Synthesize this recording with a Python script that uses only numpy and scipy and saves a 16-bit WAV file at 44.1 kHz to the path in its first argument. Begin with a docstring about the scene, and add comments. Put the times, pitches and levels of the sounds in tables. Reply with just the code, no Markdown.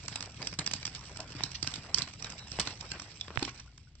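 """Goat in a wheeled cart

A young goat walks over concrete slabs in a small support cart, close by in a quiet yard.
Loose casters and frame joints clack over the gritty roll of the wheels; hooves tap and scuff between.
One caster squeaks, something flicks the right microphone port once, and the cart comes almost to rest."""
import sys
import numpy as np
from scipy import signal
from scipy.fft import rfft, irfft
from scipy.io import wavfile
from scipy.ndimage import uniform_filter1d

SR = 44100
rng = np.random.default_rng(int(sys.argv[2]) if len(sys.argv) > 2 else 0)


def transcribe(u):
    """Save the signal u as a 16-bit wav file named by the first command-line argument.

    u: samples, shape (n,) or (channels, n), limited to [-1, 1]; the rate is SR.
    q: integer samples, one column per channel.
    """
    v = np.clip(np.atleast_2d(u).T, -1, 1)
    q = np.round(v * 32767).astype(np.int16)
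    wavfile.write(sys.argv[1], SR, q)


N = 176400

# Tone colours of the air, low rumble, wheel body, grit, hoof tap, plastic knock and metal clink.
# Each row: frequency in Hz, relative level in dB.
AIR_COLOUR = [(20, -13), (60, 9), (130, -2), (300, -24), (1000, -34), (3000, -25.5), (7500, -39.5),
              (9000, -65)]
RUMBLE_COLOUR = [(15, -21), (30, -15.5), (55, -2.5), (85, 2), (125, 2), (190, -6.5), (300, -16), (600, -32),
                 (2000, -77)]
WHEEL_COLOUR = [(80, -9), (250, 2), (450, 1.5), (800, 2.5), (1200, 1.5), (2200, -1.5), (3300, -13),
                (7000, -55)]
GRIT_COLOUR = [(1200, -20.5), (2400, 3), (3300, -1), (4300, -1), (5300, 0), (6000, -0.5), (6600, -12),
               (7400, -1), (8000, -3), (8700, -31.5), (9700, -58)]
HOOF_COLOUR = [(100, -14.5), (300, 3), (750, 1), (1500, -2), (2500, -4.5), (5000, -12.5), (9500, -43)]
KNOCK_COLOUR = [(100, -31), (250, 2), (450, -2), (800, 1), (1500, 2.5), (2500, 2.5), (3600, -7),
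                (7000, -44.5)]
CLINK_COLOUR = [(1200, -40.5), (2300, -2.5), (3200, -2), (4200, 0.5), (5600, 0), (6200, -2), (6700, -5.5),
                (7500, -0.5), (8300, -9.5), (9500, -24.5), (10500, -49)]
# The yard's short tail. Each row: frequency in Hz, seconds to fall 60 dB.
YARD_DECAY = [(100, 0.29), (500, 0.21), (2000, 0.18), (5000, 0.18), (9000, 0.12)]
# Fader ride of the rumble. Each row: time in seconds, relative level in dB.
RUMBLE_RIDE = [(0.0, -47.5), (3.46, -51.5), (4.0, -61.5)]
# Fader rides of the roll. Each row: time in seconds, relative levels of grit and wheel body in dB.
ROLL_RIDE = [(0,-56,-55.5), (.23,-49,-53), (.28,-55,-55.5), (.385,-57,-60), (.43,-51.5,-50), (.51,-56,-54),
             (.57,-63,-65), (.62,-57.5,-51.5), (.8,-53.5,-57), (1.0,-53,-55), (1.28,-55,-55),
             (1.47,-50.5,-51.5), (1.605,-61,-58.5), (1.67,-50.5,-55.5), (1.92,-57,-54.5), (2.0,-46,-48.5),
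             (2.12,-57.5,-63.5), (2.28,-52,-51.5), (2.45,-55,-57.5), (2.69,-44.5,-47), (2.78,-56,-56.5),
             (2.98,-52.5,-54), (3.19,-59.5,-64.5), (3.32,-59,-52), (3.45,-50,-55.5), (3.62,-63,-66),
             (3.72,-70,-70.5), (4.0,-76,-87)]
# Hoof scuffs and caster skids. Each row: start and length in seconds, relative level in dB, centre in Hz.
SCUFFS = [(.597,0.039,-44.5,1230), (.945,0.027,-42,4500), (1.185,0.032,-42,643), (1.37,0.066,-46.5,1600),
          (1.54,0.031,-37.5,4620), (1.66,0.056,-51,1460), (1.86,0.013,-46.5,2190), (1.95,0.12,-45.5,1450),
          (2.255,0.036,-47.5,1480), (2.61,0.05,-46,1400), (2.675,0.061,-43.5,2230), (2.93,0.053,-48.5,1640),
          (3.09,0.048,-50,4500), (3.40,0.056,-43.5,1220), (3.475,0.034,-41,1780), (3.575,0.046,-50.5,1410)]
# Low modes of the loaded cart. Each row: pitch in Hz, relative level in dB, seconds to fall 60 dB.
CART_MODES = [(97.6, -4.5, 0.097), (155, 1, 0.077), (264, -1, 0.046)]
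# Hoof falls. Each row: start in seconds, relative levels of tap and thud in dB.
HOOF_FALLS = [(.116,-39,-41.5), (0.401,-39.5,-42), (1.192,-43,-49), (1.305,-36,-48), (1.351,-37,-35.5),
              (1.4066,-22.5,-43), (1.777,-40,-37.5), (2.588,-21,-33), (3.281,-29.5,-51), (3.304,-30.5,-45),
              (3.358,-27.5,-46.5), (3.425,-24.5,-41), (3.478,-33,-59)]
# Blows that ring the frame. Each row: start in seconds, level in dB, pitch in Hz.
FRAME_BLOWS = [(1.196,-38.5,638), (1.673,-33.5,1550), (2.918,-36.5,1540), (3.211,-32.5,3400),
               (3.425,-35,820), (3.478,-37.5,1087), (3.677,-52.5,1430), (3.872,-56,1476)]
# Caster and joint clacks.
# Each row: start in seconds, relative levels of clink, knock and thump in dB, ring pitch in Hz.
CLACKS = [(0.0809, -26.5, -39, -46, 4740), (0.157, -24, -35.5, -54, 3900), (0.2057, -32.5, -43, -50, 5200),
          (0.2255, -33, -40, -54, 5060), (0.417, -33.5, -46.5, -46, 4500),
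          (0.4254, -32.5, -41, -41.5, 4900), (0.471, -24.5, -40, -47, 5400),
          (0.5268, -40, -41.5, -47, 4980), (0.537, -39.5, -48, -55, 5000),
          (0.5883, -23.5, -36, -33.5, 7500), (0.5923, -24.5, -37.5, -42.5, 7350),
          (0.6625, -24, -38.5, -42, 3500), (0.6732, -25, -36, -48, 5100), (0.712, -28.5, -41, -40.5, 3790),
          (0.7352, -20.5, -35, -42, 4900), (0.7505, -39, -48.5, -43.5, 5200),
          (0.828, -33.5, -47, -54, 5000), (0.8522, -24.5, -41, -45.5, 4740), (0.8659, -30, -48, -50, 4900),
          (0.8758, -35, -41, -52, 5150), (0.949, -32.5, -50.5, -50, 5600), (1.009, -44, -61, -58, 5200),
          (1.1708, -37, -45, -59, 7900), (1.202, -31.5, -47, -49, 7300),
          (1.4356, -20.5, -38.5, -36.5, 5160), (1.5159, -35.5, -51, -56, 5600),
          (1.6269, -22.5, -40.5, -35.5, 4800), (1.6448, -41, -43, -52, 5800),
          (1.6727, -24.5, -39.5, -39.5, 5400), (1.719, -43, -46.5, -53, 5240),
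          (1.738, -28, -41.5, -56, 3650), (1.757, -31, -43.5, -50, 5300), (1.944, -16.5, -38.5, -40, 4900),
          (1.9747, -28.5, -40, -47, 4850), (1.9828, -22, -43, -44.5, 4970), (1.99, -29, -40, -41.5, 5000),
          (2.0191, -24.5, -40, -37, 3800), (2.0744, -40.5, -43.5, -51, 3120),
          (2.1363, -42.5, -52, -59, 5460), (2.223, -33, -42, -50, 5630), (2.2444, -30.5, -40, -42.5, 3820),
          (2.3003, -35, -44.5, -46, 5970), (2.3205, -39, -46, -53, 4800), (2.5163, -33, -47, -42.5, 3330),
          (2.597, -18.5, -32.5, -43, 5300), (2.6023, -23.5, -35, -41, 3040), (2.672, -26, -34, -40.5, 3700),
          (2.8086, -34, -47, -48, 3450), (2.9162, -28.5, -39, -42, 4700), (2.9971, -35, -42.5, -61, 5260),
          (3.018, -38, -47.5, -49, 4730), (3.2107, -27.5, -48, -62, 3200),
          (3.3922, -35.5, -40.5, -46, 3080), (3.4263, -25, -37.5, -46, 3650),
          (3.4488, -27.5, -42.5, -53, 5170), (3.5971, -41, -59, -53, 5700), (3.7771, -45.5, -54, -67, 3370),
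          (3.9527, -53.5, -66, -60, 3360)]
# Balance of the two microphone ports. Each row: frequency in Hz, right over left in dB.
PORT_BALANCE = [(100, -2), (800, 0.5), (1500, -3.5), (2200, -0.5), (3000, 2), (3900, 8), (4700, 14),
                (5500, 13.5), (6100, 9), (6700, -2), (7400, 11.5), (8500, 1.5)]
# How alike the ports sound. Each row: frequency in Hz, correlation from 0 to 1.
PORT_LIKENESS = [(50, 1), (300, 1), (1000, 0.94), (2000, 0.22), (4000, 0.49), (8000, 0.58)]
# Phase between the ports. Each row: frequency in Hz, lead of the left in radians.
PORT_LEAD = [(1000, 0), (2200, 0), (3700, 1), (4700, 3), (5400, 3.5), (7500, 4.5), (9000, 5)]

ATTACK_S, PRE_ROLL_S = 0.0005, 0.008


def amp(db):
    """Decibels to gain."""
    return 10 ** (np.asarray(db) / 20)


def unit_rms(x):
    """Scales to rms 1."""
    return x / np.sqrt(np.mean(x ** 2) + 1e-20)


def unit_hit(burst):
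    """Scales a burst to the energy of two milliseconds at rms 1."""
    return unit_rms(burst) * np.sqrt(.002 * SR / burst.shape[1])


def curve_at(points, hz):
    """Reads a table on a log-frequency axis."""
    f, value = np.transpose(points)
    return np.interp(np.log(hz + 1), np.log(f + 1), value)


def fader(rows, column):
    """Gain over time from one dB column of a ride."""
    rows = np.array(rows)
    return amp(np.interp(np.arange(N) / SR, rows[:, 0], rows[:, column]))


def add(mix, start, sound):
    """Drops a sound into the mix at a time in seconds."""
    part = mix[:, max(round(start * SR), 0):][:, :sound.shape[-1]]
    part += sound[..., :part.shape[1]]


def colour(x, points):
    """An EQ curve that keeps the power of white noise."""
    return irfft(rfft(x) * unit_rms(amp(curve_at(points, np.fft.rfftfreq(N, 1 / SR)))), N)


def causal(gain):
    """Gives a spectrum the phase of a struck object: it rings only after the blow."""
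    log_gain = np.log(np.maximum(gain, 1e-5))
    mirrored = np.concatenate([log_gain, log_gain[-2:0:-1]])
    return np.exp(np.conj(signal.hilbert(mirrored)))[:len(gain)]


def air(db=-57):
    """A low bed of outdoor air with a trace of hiss."""
    return amp(db) * colour(rng.standard_normal((2, N)), AIR_COLOUR)


def yard(x, wet_db=-13, build_s=0.0068):
    """Diffuse reflections off the paving and nearby walls."""
    hz, t, spectra = signal.stft(rng.standard_normal((2, SR // 2)), SR, nperseg=256)
    tail = signal.istft(spectra * amp(-60 * t / curve_at(YARD_DECAY, hz)[:, None]), SR, nperseg=256)[1]
    tail *= np.minimum(np.arange(tail.shape[1]) / SR / build_s, 1) ** 2
    return amp(wet_db) * signal.fftconvolve(x, tail / np.linalg.norm(tail[0]), axes=1)[:, :N]


def grains(per_s, spread_db, rub, decay_s=0.0016):
    """Tiny random impacts of uneven size over a smooth rub."""
    size = (rng.random(N) < per_s / SR) * amp(spread_db * np.minimum(rng.exponential(1, N), 3.8))
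    power = signal.lfilter([1], [1, -np.exp(-1 / (decay_s * SR))], size ** 2)
    return unit_rms(np.sqrt(power / power.mean() + rub) * rng.standard_normal((2, N)))


def uneven(x, patch_db=3, swell_db=2.5):
    """The paving changes under each wheel: level and colour wander."""
    spectra = signal.stft(x, nperseg=512)[2]
    patches = uniform_filter1d(rng.standard_normal(spectra.shape[1:]), size=4, axis=0)
    patches = unit_rms(uniform_filter1d(patches, size=7, axis=1))
    swell = unit_rms(uniform_filter1d(rng.standard_normal(spectra.shape[2]), size=4))
    spectra = spectra * amp(patch_db * patches + swell_db * swell)
    return unit_rms(signal.istft(spectra, nperseg=512)[1][:, :N])


def wheels(grit_db=1, rumble_db=-3):
    """Wheels crunch over the rough concrete and shake the frame."""
    grit = colour(uneven(grains(per_s=690, spread_db=4.5, rub=0.33)), GRIT_COLOUR)
    body = colour(uneven(grains(per_s=350, spread_db=3, rub=0.68)), WHEEL_COLOUR)
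    rumble = colour(rng.standard_normal((2, N)), RUMBLE_COLOUR)
    roll = amp(grit_db) * grit * fader(ROLL_RIDE, 1) + body * fader(ROLL_RIDE, 2)
    return roll + amp(rumble_db) * rumble * fader(RUMBLE_RIDE, 1)


def squeak(start=2.38, length_s=0.11, hz=3935, sag_hz=60, waver_hz=90, db=-47):
    """A caster whistles faintly as it swivels."""
    out, progress = np.zeros((2, N)), np.linspace(0, 1, round(length_s * SR))
    waver = unit_rms(uniform_filter1d(rng.standard_normal(N), size=60))[:len(progress)]
    pitch = hz - sag_hz * progress + waver_hz * waver
    swell = np.sin(np.pi * np.sqrt(progress))
    add(out[:1], start, amp(db) * swell * np.sin(2 * np.pi * np.cumsum(pitch) / SR))
    return out


def scuffs(trim_db=-2, width_octaves=1.56):
    """Hooves and casters make short gritty slides over the concrete."""
    out, t = np.zeros((2, N)), np.arange(SR // 4) / SR
    crunch = uneven(grains(per_s=500, spread_db=2.5, rub=0.32))
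    hz = np.fft.rfftfreq(len(t), 1 / SR)
    for k, (start, length_s, db, centre_hz) in enumerate(SCUFFS):
        band = np.exp(-(np.log2((hz + 1) / centre_hz) / width_octaves) ** 2) / (1 + (hz / 6000) ** 10)
        stretch = crunch[:, k * (SR // 8):][:, :len(t)]
        slide = unit_rms(irfft(rfft(stretch) * band, len(t)))
        swell = np.sin(np.pi * np.minimum(t / length_s, 1) ** 0.9)
        add(out, start, amp(db + trim_db) * slide * swell)
    return out


def flick(start=3.3742, snap_hz=1600, snap_db=-8, boom_hz=115, boom_db=-25, boom_s=0.0172):
    """A flick on the right port alone: a sharp snap and a short low boom."""
    out, t = np.zeros((2, N)), np.arange(SR // 10) / SR
    phase = 2 * np.pi * snap_hz * t - np.pi
    snap = amp(snap_db) * phase * np.exp((1 - phase ** 2) / 2)
    boom = amp(boom_db) * np.sin(2 * np.pi * boom_hz * t) * np.exp(-(t / boom_s) ** 2)
    add(out[1:], start, snap + boom)
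    return out


def contact(length_s, grain_db, touch_db=-12, touch_s=0.0012, bounce_db=3, bounce_s=0.00032):
    """A faint first touch, a sudden strike, then two hard bounces in chatter that stops abruptly."""
    t = np.arange(SR // 16) / SR - PRE_ROLL_S
    grain = amp(grain_db * unit_rms(uniform_filter1d(rng.standard_normal(len(t)), size=24)))
    touch = amp(touch_db) * np.exp(np.minimum(t, 0) / touch_s)
    attack = np.maximum(np.clip(t / ATTACK_S, 0, 1), touch)
    gate = np.exp(-(np.maximum(t, 0) / length_s) ** 4.6)
    since_hit = t[:, None] - ATTACK_S - length_s * np.arange(3) * rng.uniform(.7, 1.2, 3) / 3
    spikes = ((since_hit > 0) * np.exp(-abs(since_hit / bounce_s))).sum(1)
    return unit_hit(attack * gate * (grain + amp(bounce_db) * spikes) * rng.standard_normal((2, len(t))))


def jolt(detune=.18, attack_s=0.0039):
    """The cart shudders in its low modes, a little differently each time."""
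    t, shudder = np.arange(SR // 8) / SR, 0
    for hz, db, t60 in CART_MODES:
        pitch = hz * (1 + detune * rng.uniform(-0.91, 1))
        shudder += amp(db - 60 * t / t60) * np.sin(2 * np.pi * (pitch * t + rng.random()))
    return np.minimum(t / attack_s, 1) * shudder


def hooves(tap_trim_db=-8.5, thud_trim_db=1.5):
    """A dry tap of horn on concrete with a soft thud."""
    tap, thud = np.zeros((2, 2, N))
    for start, tap_db, thud_db in HOOF_FALLS:
        add(tap, start - PRE_ROLL_S, amp(tap_db + tap_trim_db) * contact(length_s=.003, grain_db=5))
        add(thud[:1], start, amp(thud_db + thud_trim_db) * jolt())
    return colour(tap, HOOF_COLOUR) + thud


def frame_pings(t60=0.052):
    """A damped part of the frame rings briefly at each blow."""
    out, t = np.zeros((2, N)), np.arange(SR // 8) / SR
    attack = np.minimum(t / ATTACK_S, 1)
    for start, db, hz in FRAME_BLOWS:
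        add(out[:1], start, attack * amp(db - 60 * t / t60) * np.sin(2 * np.pi * hz * t))
    return out


def bump(start=3.425, hz=320, db=-25.5, length_s=0.005):
    """A short hollow knock as a hoof stamps down."""
    out, t = np.zeros((2, N)), np.arange(SR // 10) / SR
    add(out[:1], start, amp(db) * np.sin(2 * np.pi * hz * t) * np.exp(-(t / length_s) ** 2))
    return out


def metal_ring(burst, ring_hz, width_hz=780, ring_db=1.5, ripple_hz=381, ripple_db=4.5):
    """Each struck metal part has one damped main resonance among uneven lesser ones."""
    hz = np.fft.rfftfreq(burst.shape[1], 1 / SR)
    ripple = np.interp(hz / ripple_hz, np.arange(128), rng.standard_normal(128))
    lesser = causal(amp(curve_at(CLINK_COLOUR, hz) + ripple_db * ripple))
    main = 1 + amp(ring_db) / (1 + 2j * (hz - ring_hz) / width_hz)
    return unit_hit(irfft(rfft(burst) * main * lesser))


def clacks(clink_trim_db=-2.5, knock_trim_db=3, thump_trim_db=1.5):
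    """Loose casters and joints strike: a bright metal clink, a plastic knock, a thump in the frame."""
    clink, knock, thump = np.zeros((3, 2, N))
    for start, clink_db, knock_db, thump_db, ring_hz in CLACKS:
        metal = metal_ring(contact(length_s=.0044, grain_db=1.5), ring_hz)
        plastic = contact(length_s=.0066, grain_db=2)
        add(clink, start - PRE_ROLL_S, amp(clink_db + clink_trim_db) * metal)
        add(knock, start - PRE_ROLL_S, amp(knock_db + knock_trim_db) * plastic)
        add(thump[:1], start, amp(thump_db + thump_trim_db) * jolt())
    return clink + colour(knock, KNOCK_COLOUR) + thump


def ports(x):
    """Two microphone ports: alike and in phase in the bass, the right one resonant near 5 kHz."""
    hz = np.fft.rfftfreq(N, 1 / SR)
    shared, right_only = rfft(x)  # the first channel feeds both ports
    likeness, tilt = curve_at(PORT_LIKENESS, hz), amp(curve_at(PORT_BALANCE, hz) / 2)
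    right = likeness * shared + np.sqrt(1 - likeness ** 2) * right_only
    right *= np.exp(-1j * curve_at(PORT_LEAD, hz))
    return irfft(np.array([shared / tilt, right * tilt]), N)


def scene():
    """Cart and hooves in a quiet yard; only the hits and scuffs feed the reflections."""
    hits = clacks() + hooves() + frame_pings() + bump() + scuffs()
    return ports(air() + hits + yard(hits) + wheels() + squeak()) + flick()


def record(dry):
    """A steep low-pass at 10.7 kHz takes off the top end."""
    low_pass = signal.firwin(255, 10700, window=("kaiser", 8), fs=SR)
    return signal.oaconvolve(dry, low_pass[None], "same")


dry = scene()
out = record(dry)
transcribe(out)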